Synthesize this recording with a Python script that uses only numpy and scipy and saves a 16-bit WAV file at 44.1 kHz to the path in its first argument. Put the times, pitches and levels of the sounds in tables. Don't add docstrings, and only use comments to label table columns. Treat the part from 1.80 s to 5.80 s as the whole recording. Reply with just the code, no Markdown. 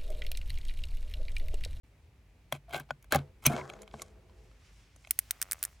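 import sys
import numpy as np
from scipy import signal
from scipy.fft import rfft, irfft
from scipy.io import wavfile
from scipy.ndimage import uniform_filter1d

SR = 44100
rng = np.random.default_rng(int(sys.argv[2]) if len(sys.argv) > 2 else 0)


def digitize_waveform(pressure):
    field = np.atleast_2d(pressure).T
    bounded = np.clip(field, -1, 1)
    quanta = np.round(bounded * 32767).astype(np.int16)
    wavfile.write(sys.argv[1], SR, quanta)


def undo_db(level):
    steps = np.asarray(level, float) / 20
    return 10 ** steps


N = 176400
TIME_S = np.arange(N) / SR


def cut(x, hz, kind="low"):
    return signal.sosfilt(signal.butter(2, hz, kind, fs=SR, output="sos"), x)


def colour(x, points):
    hz, db = np.array(points).T
    log_hz = np.log(np.arange(N // 2 + 1) * SR / N + 1)
    return irfft(rfft(x) * undo_db(np.interp(log_hz, np.log(hz), db)), N)


def unit(x):
    return x / np.sqrt(np.mean(x ** 2))


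def walk(rate_hz):
    hold = int(SR / rate_hz)
    steps = np.repeat(rng.standard_normal(N // hold + 1), hold)
    smooth = uniform_filter1d(uniform_filter1d(steps, hold), hold)
    return unit(smooth[:N])


def place(rows, shapes):
    out = np.zeros((len(rows[0]) - 1, N + shapes.shape[1]))
    for row, shape in zip(rows, shapes):
        i = int(row[0] * SR)
        out[:, i:i + len(shape)] += undo_db(row[1:])[:, None] * shape
    return out[:, :N]


def swell(start_s, length_s):
    rise_share = 0.26
    u = np.clip((TIME_S - start_s) / length_s, 0, 1)
    return np.sin(np.pi * u ** (np.log(.5) / np.log(rise_share)))


def ring(x, modes, pan_db=0):
    spread_db = 7
    out = 0
    for k, (hz, db, t60_s) in enumerate(modes):
        r = np.exp(-np.log(1000) / (t60_s * SR))
        w = 2 * np.pi * hz / SR
        lean_db = (pan_db + spread_db * (-1) ** k) * np.array([[.5], [-.5]])
        note = signal.lfilter([.5, 0, -.5], [1, -2 * r * np.cos(w), r * r], x)
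        out = out + undo_db(db + lean_db) * note
    return out


# pitch_hz [Hz], level_db [dB per Hz]
FOREST_SPECTRUM = [(25, -26.5), (52, 2.5), (95, -5.5), (200, -18), (1400, -34.5), (2350, -31), (3200, -38),
                   (16000, -52)]


def forest():
    level_db, last_db, alike_hz = -59, -1.5, 3500
    out = 0
    f = np.arange(N // 2 + 1) * SR / N + 1
    mid, side = (rfft(colour(rng.standard_normal(N), FOREST_SPECTRUM)) for _ in range(2))
    width = np.minimum(f / alike_hz + 0.064, .6)
    for hz in 30 * 2. ** np.arange(10):
        band = np.cos(np.pi / 2 * np.clip(np.log2(f / hz), -1, 1)) ** 2
        m = irfft(mid * band, N)
        s = irfft(side * band * width, N)
        out = out + undo_db(0.59 * walk(30)) * np.array([m + s, m - s])
    late = np.clip(TIME_S - 2.6, 0, .6) / 0.4
    return unit(out) * undo_db(level_db + last_db * late)


def drone():
    pitch_hz = 50.6 * (1 + 0.013 * walk(45))
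    return undo_db(-63.5 + 2.3 * walk(6)) * np.sin(2 * np.pi * np.cumsum(pitch_hz) / SR)


def trees(x):
    echo_db, t60_s, low_cut_hz = -31.5, 0.2, 250
    t = np.arange(SR) / SR
    noise = rng.standard_normal((2, SR)) * undo_db(-60 * t / t60_s) * np.minimum(t / 0.0033, 1)
    tail = noise[0] + 1.4 * noise[1] * np.array([[1], [-1]])
    tail = tail / np.sqrt(np.sum(tail[0] ** 2))
    sent = cut(x.mean(axis=0), low_cut_hz, "high")[None]
    return undo_db(echo_db) * signal.fftconvolve(sent, tail)[:, :N]


# time_s [s], level_db [dB]
GLOVE_LEVEL = [
    (2.351, -97),
    (2.6, -75),
    (2.79, -73.5),
    (2.85, -68),
    (2.921, -71.5),
    (2.989, -68),
    (3.1, -72.5),
    (3.399, -70.5),
    (3.803, -67),
    (4, -70.5),
]
# pitch_hz [Hz], level_db [dB per Hz]
CLOTH_SPECTRUM = [(400, -1.5), (2300, 0.5), (3800, -5), (5500, -4.5), (9000, -10), (17000, -27.5)]
# start_s [s], end_s [s], level_db [dB]
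SPOOL_HISS = (3.29, 3.94, -71)


def glove():
    time_s, level_db = np.array(GLOVE_LEVEL).T
    mid, side = (unit(colour(rng.standard_normal(N), CLOTH_SPECTRUM)) for _ in range(2))
    both = np.array([mid + 0.34 * side, mid - 0.47 * side])
    patches = 0
    for k, band_hz in enumerate([(500, 2500), (2500, 6000), (6000, 16500)]):
        flicker = undo_db(2.5 * walk(9) + 1.5 * walk(50))
        patches = patches + flicker * (-1) ** k * cut(both, band_hz, "band")
    start_s, end_s, spool_db = SPOOL_HISS
    turning = uniform_filter1d(1. * (TIME_S > start_s) * (TIME_S < end_s), size=1500)
    hiss = undo_db(spool_db) * turning * cut(rng.standard_normal(N), 4000, "high")
    return undo_db(np.interp(TIME_S, time_s, level_db, -110)) * patches + hiss


# pitch_hz [Hz], level_db [dB], t60_s [s]
GROAN_MODES = [(206.9, -9, 0.36), (371.8, -1.5, 0.15), (431.7, -1, 0.16), (506, 0, .15),
               (644.2, -7.5, 0.24), (790, -10, 0.04)]
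# time_s [s], level_db [dB]
SETTLING_LEVEL = [
    (1.36, -65),
    (1.39, -49.5),
    (1.52, -65),
    (1.66, -81),
    (1.701, -41.5),
    (1.85, -50.5),
    (2.1, -58),
    (2.17, -55),
    (2.3, -63.5),
    (2.751, -72),
]


def groan():
    time_s, level_db = np.array(SETTLING_LEVEL).T
    slips = unit(rng.standard_normal(N) * undo_db(3.1 * walk(30)))
    load = undo_db(np.interp(TIME_S, time_s, level_db, -120, -120))
    return 0.029 * ring(slips * load, GROAN_MODES)


# time_s [s], pitch_hz [Hz], level_db [dB], t60_s [s]
LOOSE_PARTS = [(.7238, 3343, -23.5, 0.018), (.9445, 705, -34, 0.041), (1.1066, 3210, -36.5, 0.013),
               (1.1066, 6800, -51.5, 0.036), (1.1066, 1470, -27, 0.034), (1.3225, 1550, -15, .012),
               (1.3227, 4280, -20, 0.011), (1.327, 363, -24, 0.033), (1.664, 2450, -13, 0.012),
               (1.674, 2420, -29, 0.067), (1.704, 222, -26, 0.058), (1.738, 236, -28.5, 0.086),
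               (1.784, 2200, -35, 0.017), (1.798, 2180, -37, .015), (1.813, 2150, -34, 0.018),
               (1.899, 583, -40, 0.055), (1.902, 790, -43, 0.045), (2.14, 220, -42, 0.12),
               (2.143, 700, -52, 0.12), (2.143, 434, -45.5, 0.13), (2.219, 1114, -42, 0.051),
               (2.219, 665, -38.5, 0.044), (2.219, 7080, -40, 0.011), (1.936, 6560, -47, 0.019),
               (2.496, 1001, -57, 0.044)]


def pings():
    out = np.zeros(N + 8192)
    t = np.arange(8192) / SR
    for time_s, hz, db, t60_s in LOOSE_PARTS:
        i = int(time_s * SR)
        decay = undo_db(db - 60 * t / t60_s) * np.minimum(t / 0.00033, 1)
        out[i:i + len(t)] += decay * np.sin(2 * np.pi * hz * t)
    return out[:N]


# time_s [s], rate_per_s [slips/s], level_db [dB]
LACE_SLIPS = [
    (3.5, 145, -72),
    (3.534, 160, -53),
    (3.61, 78, -54),
    (3.638, 104, -48),
    (3.699, 75, -49.5),
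    (3.741, 91, -48.5),
    (3.82, 62, -48),
    (3.87, 110, -46.5),
    (3.93, 60, -58),
]
# pitch_hz [Hz], level_db [dB], t60_s [s]
LACE_MODES = [(700, -3, .007), (1200, 0, .006), (2000, -2, .005)]


def lace():
    time_s, rate_per_s, level_db = np.array(LACE_SLIPS).T
    rate = np.interp(TIME_S, time_s, rate_per_s) * (1 + 0.073 * walk(90))
    slips = np.diff(np.floor(np.cumsum(rate) / SR), prepend=0)
    level = undo_db(np.interp(TIME_S, time_s, level_db, -120, -120) + 3 * walk(90) - 2)
    return ring(cut(slips * level, 2500), LACE_MODES)


# time_s [s], level_db [dB]
PAWL_CLICKS = [(3.3088, -1.5), (3.3093, -8), (3.3097, -3.5), (3.3895, -20), (3.39, -0.5), (3.3903, -13),
               (3.5089, -2.5), (3.5094, -25), (3.5101, -8), (3.6159, -7.5), (3.6181, -9.5), (3.6264, -7),
               (3.7129, -8), (3.7204, -9), (3.7317, -8.5), (3.8287, -6.5), (3.8382, -10), (3.851, -9.5)]
# pitch_hz [Hz], level_db [dB]
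DIAL_SPECTRUM = [(850, -26.5), (1500, -7), (2000, -3), (2700, -10.5), (4800, -7.5), (9000, -1.5),
                 (15000, -3), (16600, -17)]


def dial():
    level_db, side_db, pawl_t60_s = 1, -10, 0.0017
    buzz_db, buzz_t60_s = -17, .02
    t = np.arange(2048) / SR
    decay = undo_db(-60 * t / pawl_t60_s) + undo_db(buzz_db - 60 * t / buzz_t60_s)
    snap = rng.standard_normal((len(PAWL_CLICKS), len(t))) * decay
    snap = snap / np.abs(snap).max(axis=1, keepdims=True)
    mid = colour(place(PAWL_CLICKS, snap)[0], DIAL_SPECTRUM)
    side = undo_db(side_db) * np.roll(cut(mid, [6000, 11000], "bandstop"), shift=3)
    return undo_db(level_db) * np.array([mid + side, mid - side])


# start_s [s], length_s [s], pitch_hz [Hz], level_db [dB]
SQUEALS = [(.958, .05, 1570, -41), (.968, .038, 760, -45), (.882, .06, 690, -51), (.92, .04, 3230, -52),
           (1.336, .006, 1680, -29), (1.3465, .019, 585, -21), (1.3465, .019, 800, -21),
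           (1.657, .014, 6200, -25), (1.698, .033, 705, -32), (1.742, .04, 700, -39),
           (1.735, .03, 2220, -47), (1.785, .04, 985, -42), (1.7, .07, 1360, -46)]


def squeals():
    shake_db = 3 * walk(200)
    turns = np.cumsum(1 + 0.006 * walk(150)) / SR
    out = 0
    for start_s, length_s, hz, db in SQUEALS:
        out = out + undo_db(db + shake_db) * swell(start_s, length_s) ** .5 * np.sin(2 * np.pi * hz * turns)
    return out


# start_s [s], length_s [s], sole_db [dB], body_db [dB], spring_db [dB]
SCRAPE_EVENTS = [(0.716, 0.065, -50, -45.5, -56), (0.88, 0.19, -56.5, -57, -74),
                 (0.925, 0.1, -45.5, -40.5, -52), (1.089, 0.03, -56, -56, -91),
                 (1.306, 0.051, -51, -43.5, -55), (1.323, 0.056, -34.5, -33.5, -46.5),
                 (1.357, 0.069, -48.5, -50.5, -68.5), (1.622, 0.069, -58, -52, -58.5),
                 (1.651, 0.036, -35, -25.5, -36), (1.669, 0.041, -41.5, -35.5, -44),
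                 (1.684, 0.15, -40.5, -45.5, -55.5), (1.779, 0.059, -46.5, -65, -64),
                 (1.783, 0.22, -52, -63, -66), (1.966, 0.35, -71.5, -73, -81.5),
                 (2.123, 0.22, -70, -64.5, -66), (2.223, 0.4, -76.5, -85, -85)]


def scrapes():
    grit_per_s, grit_db = 7400, 3
    ticks = (rng.random(N) < grit_per_s / SR) * rng.standard_normal(N)
    grit = unit(ticks * undo_db(grit_db * rng.exponential(size=N)))
    uneven = undo_db(2.2 * walk(70))
    strokes = sum(undo_db(db)[:, None] * swell(start_s, length_s) for start_s, length_s, *db in SCRAPE_EVENTS)
    return 0.096 * grit * uneven * strokes


# time_s [s], frame_db [dB], sole_db [dB], body_db [dB], spring_db [dB]
KNOCK_EVENTS = [(.7238, -34, -27, -29, -25.5), (.8938, -80, -60, -58, -55), (.9083, -80, -55, -52, -52),
                (.9272, -70, -45, -45, -48), (.9535, -70, -40, -40, -48), (.9445, -67, -28.5, -31.5, -39),
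                (.976, -70, -50, -48, -42), (.998, -42.5, -41, -49, -37.5),
                (1.1066, -40.5, -28, -36.5, -47.5), (1.2255, -97, -74.5, -61, -51),
                (1.243, -63, -53.5, -59.5, -55), (1.3225, -30, -22, -26, -19),
                (1.347, -21.5, -22, -25, -24.5), (1.358, -22, -22, -33, -24), (1.389, -32, -47.5, -42, -54),
                (1.639, -57, -62.5, -47.5, -44), (1.664, -17, -29, -24, -6.5),
                (1.894, -73, -45, -49, -51.5), (1.899, -68, -46, -40, -40.5),
                (1.936, -63.5, -48.5, -48, -52.5), (2.0185, -73, -65, -58, -37.5),
                (2.14, -44, -41, -50, -65.5), (2.196, -72, -54, -48, -48), (2.219, -57, -46, -44, -23.5)]
# time_s [s], body_db [dB], spring_db [dB]
TAP_EVENTS = [(1.963, -59, -78), (1.99, -57.5, -63), (2.031, -51, -48), (2.077, -50, -52),
              (2.112, -55.5, -77), (2.496, -63, -85.5), (2.713, -61, -75), (3.161, -58, -45),
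              (3.242, -60.5, -71), (3.248, -51, -69), (3.272, -48.5, -44), (3.79, -75, -46.5)]


def knocks():
    chatter_s, frame_late_s, tap_sole_db = 0.0021, 0.0065, -8
    taps = [(s, -99, body + tap_sole_db, body, spring) for s, body, spring in TAP_EVENTS]
    rows = KNOCK_EVENTS + taps
    t = np.arange(2048) / SR
    envelope = np.exp(-t / chatter_s) * np.minimum(t / 0.0004, 1)
    chatter = rng.standard_normal((len(rows), len(t))) * envelope
    hits = place(rows, chatter / np.sqrt(np.sum(chatter ** 2, axis=1, keepdims=True)))
    late = [(s + frame_late_s, frame_db) for s, frame_db, *_ in rows]
    push = place(late, np.ones((len(rows), 1)))[0]
    return hits, push


FRAME_MODES = [(86, -16, 0.23), (142.2, -2, 0.17), (234.7, -2, 0.069)]
TUBE_MODES = [(350, -7, 0.027), (428, -7, 0.028)]
SOLE_MODES = [(616, -8, 0.037), (664, -2.5, 0.024), (783.4, -5.5, 0.018), (1072, 1, 0.0093),
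              (1515, -8.5, 0.019)]
BODY_MODES = [(1319, -1, 0.012), (2202, 2.5, 0.011), (2483, 2, 0.0062), (3153, 0, 0.0076),
              (4000, -16.5, 0.039)]
SPRING_MODES = [(6250, -12, .012), (6850, -14, .018), (9750, -18, .022), (11600, -18, .014)]
EDGE_MODES = [(6900, -14, .02), (11600, -6, .025), (15400, -12, .012)]


def pedal():
    frame_rub_db, push_hz, shoe_pan_db = -7.5, 192, 5
    crack_db, crack_hz, rasp_db = 14.5, 3720, -10.5
    clamped_s, clamped_hz = 1.75, 11000
    (_, hit_sole, hit_body, hit_spring), push = knocks()
    rub_sole, rub_body, rub_spring = scrapes()
    frame = ring(cut(push + undo_db(frame_rub_db) * rub_sole, push_hz), FRAME_MODES).mean(axis=0)
    tubes = ring(rub_sole, TUBE_MODES)
    sole = ring(cut(hit_sole + rub_sole, [520, 2000], "band"), SOLE_MODES, shoe_pan_db)
    body = ring(cut(hit_body + .5 * rub_body, 6000), BODY_MODES)
    spring = ring(hit_spring + rub_spring / 4, SPRING_MODES)
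    edges = ring(rub_spring * swell(0.87, .2), EDGE_MODES)
    metal = hit_spring + 4 * cut(rub_spring, 7800)
    rasp = cut(hit_body + 3 * rub_body, [1200, 4500], "band")
    crack = cut(metal, crack_hz, "high") + undo_db(rasp_db) * rasp
    dull = cut(cut(crack, clamped_hz), clamped_hz)
    crack = np.where(TIME_S < clamped_s, crack, dull)
    return frame + tubes + sole + body + spring + undo_db(crack_db) * crack + squeals() + edges


def scene():
    near = pedal() + dial() + lace() + pings()
    return near + trees(near) + glove() + forest() + drone() + groan()


def low_pass(x):
    return signal.sosfilt(signal.butter(12, 17170, fs=SR, output="sos"), x)


def record(dry):
    top_hz, start_s = 16600, 0.035
    heard = signal.sosfilt(signal.ellip(8, .2, 70, top_hz, fs=SR, output="sos"), dry)
    opening = np.clip((TIME_S - start_s) / 0.0031 + 1, 0, 1)
    return low_pass(heard * opening)


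dry = scene()
out = record(dry)
digitize_waveform(out)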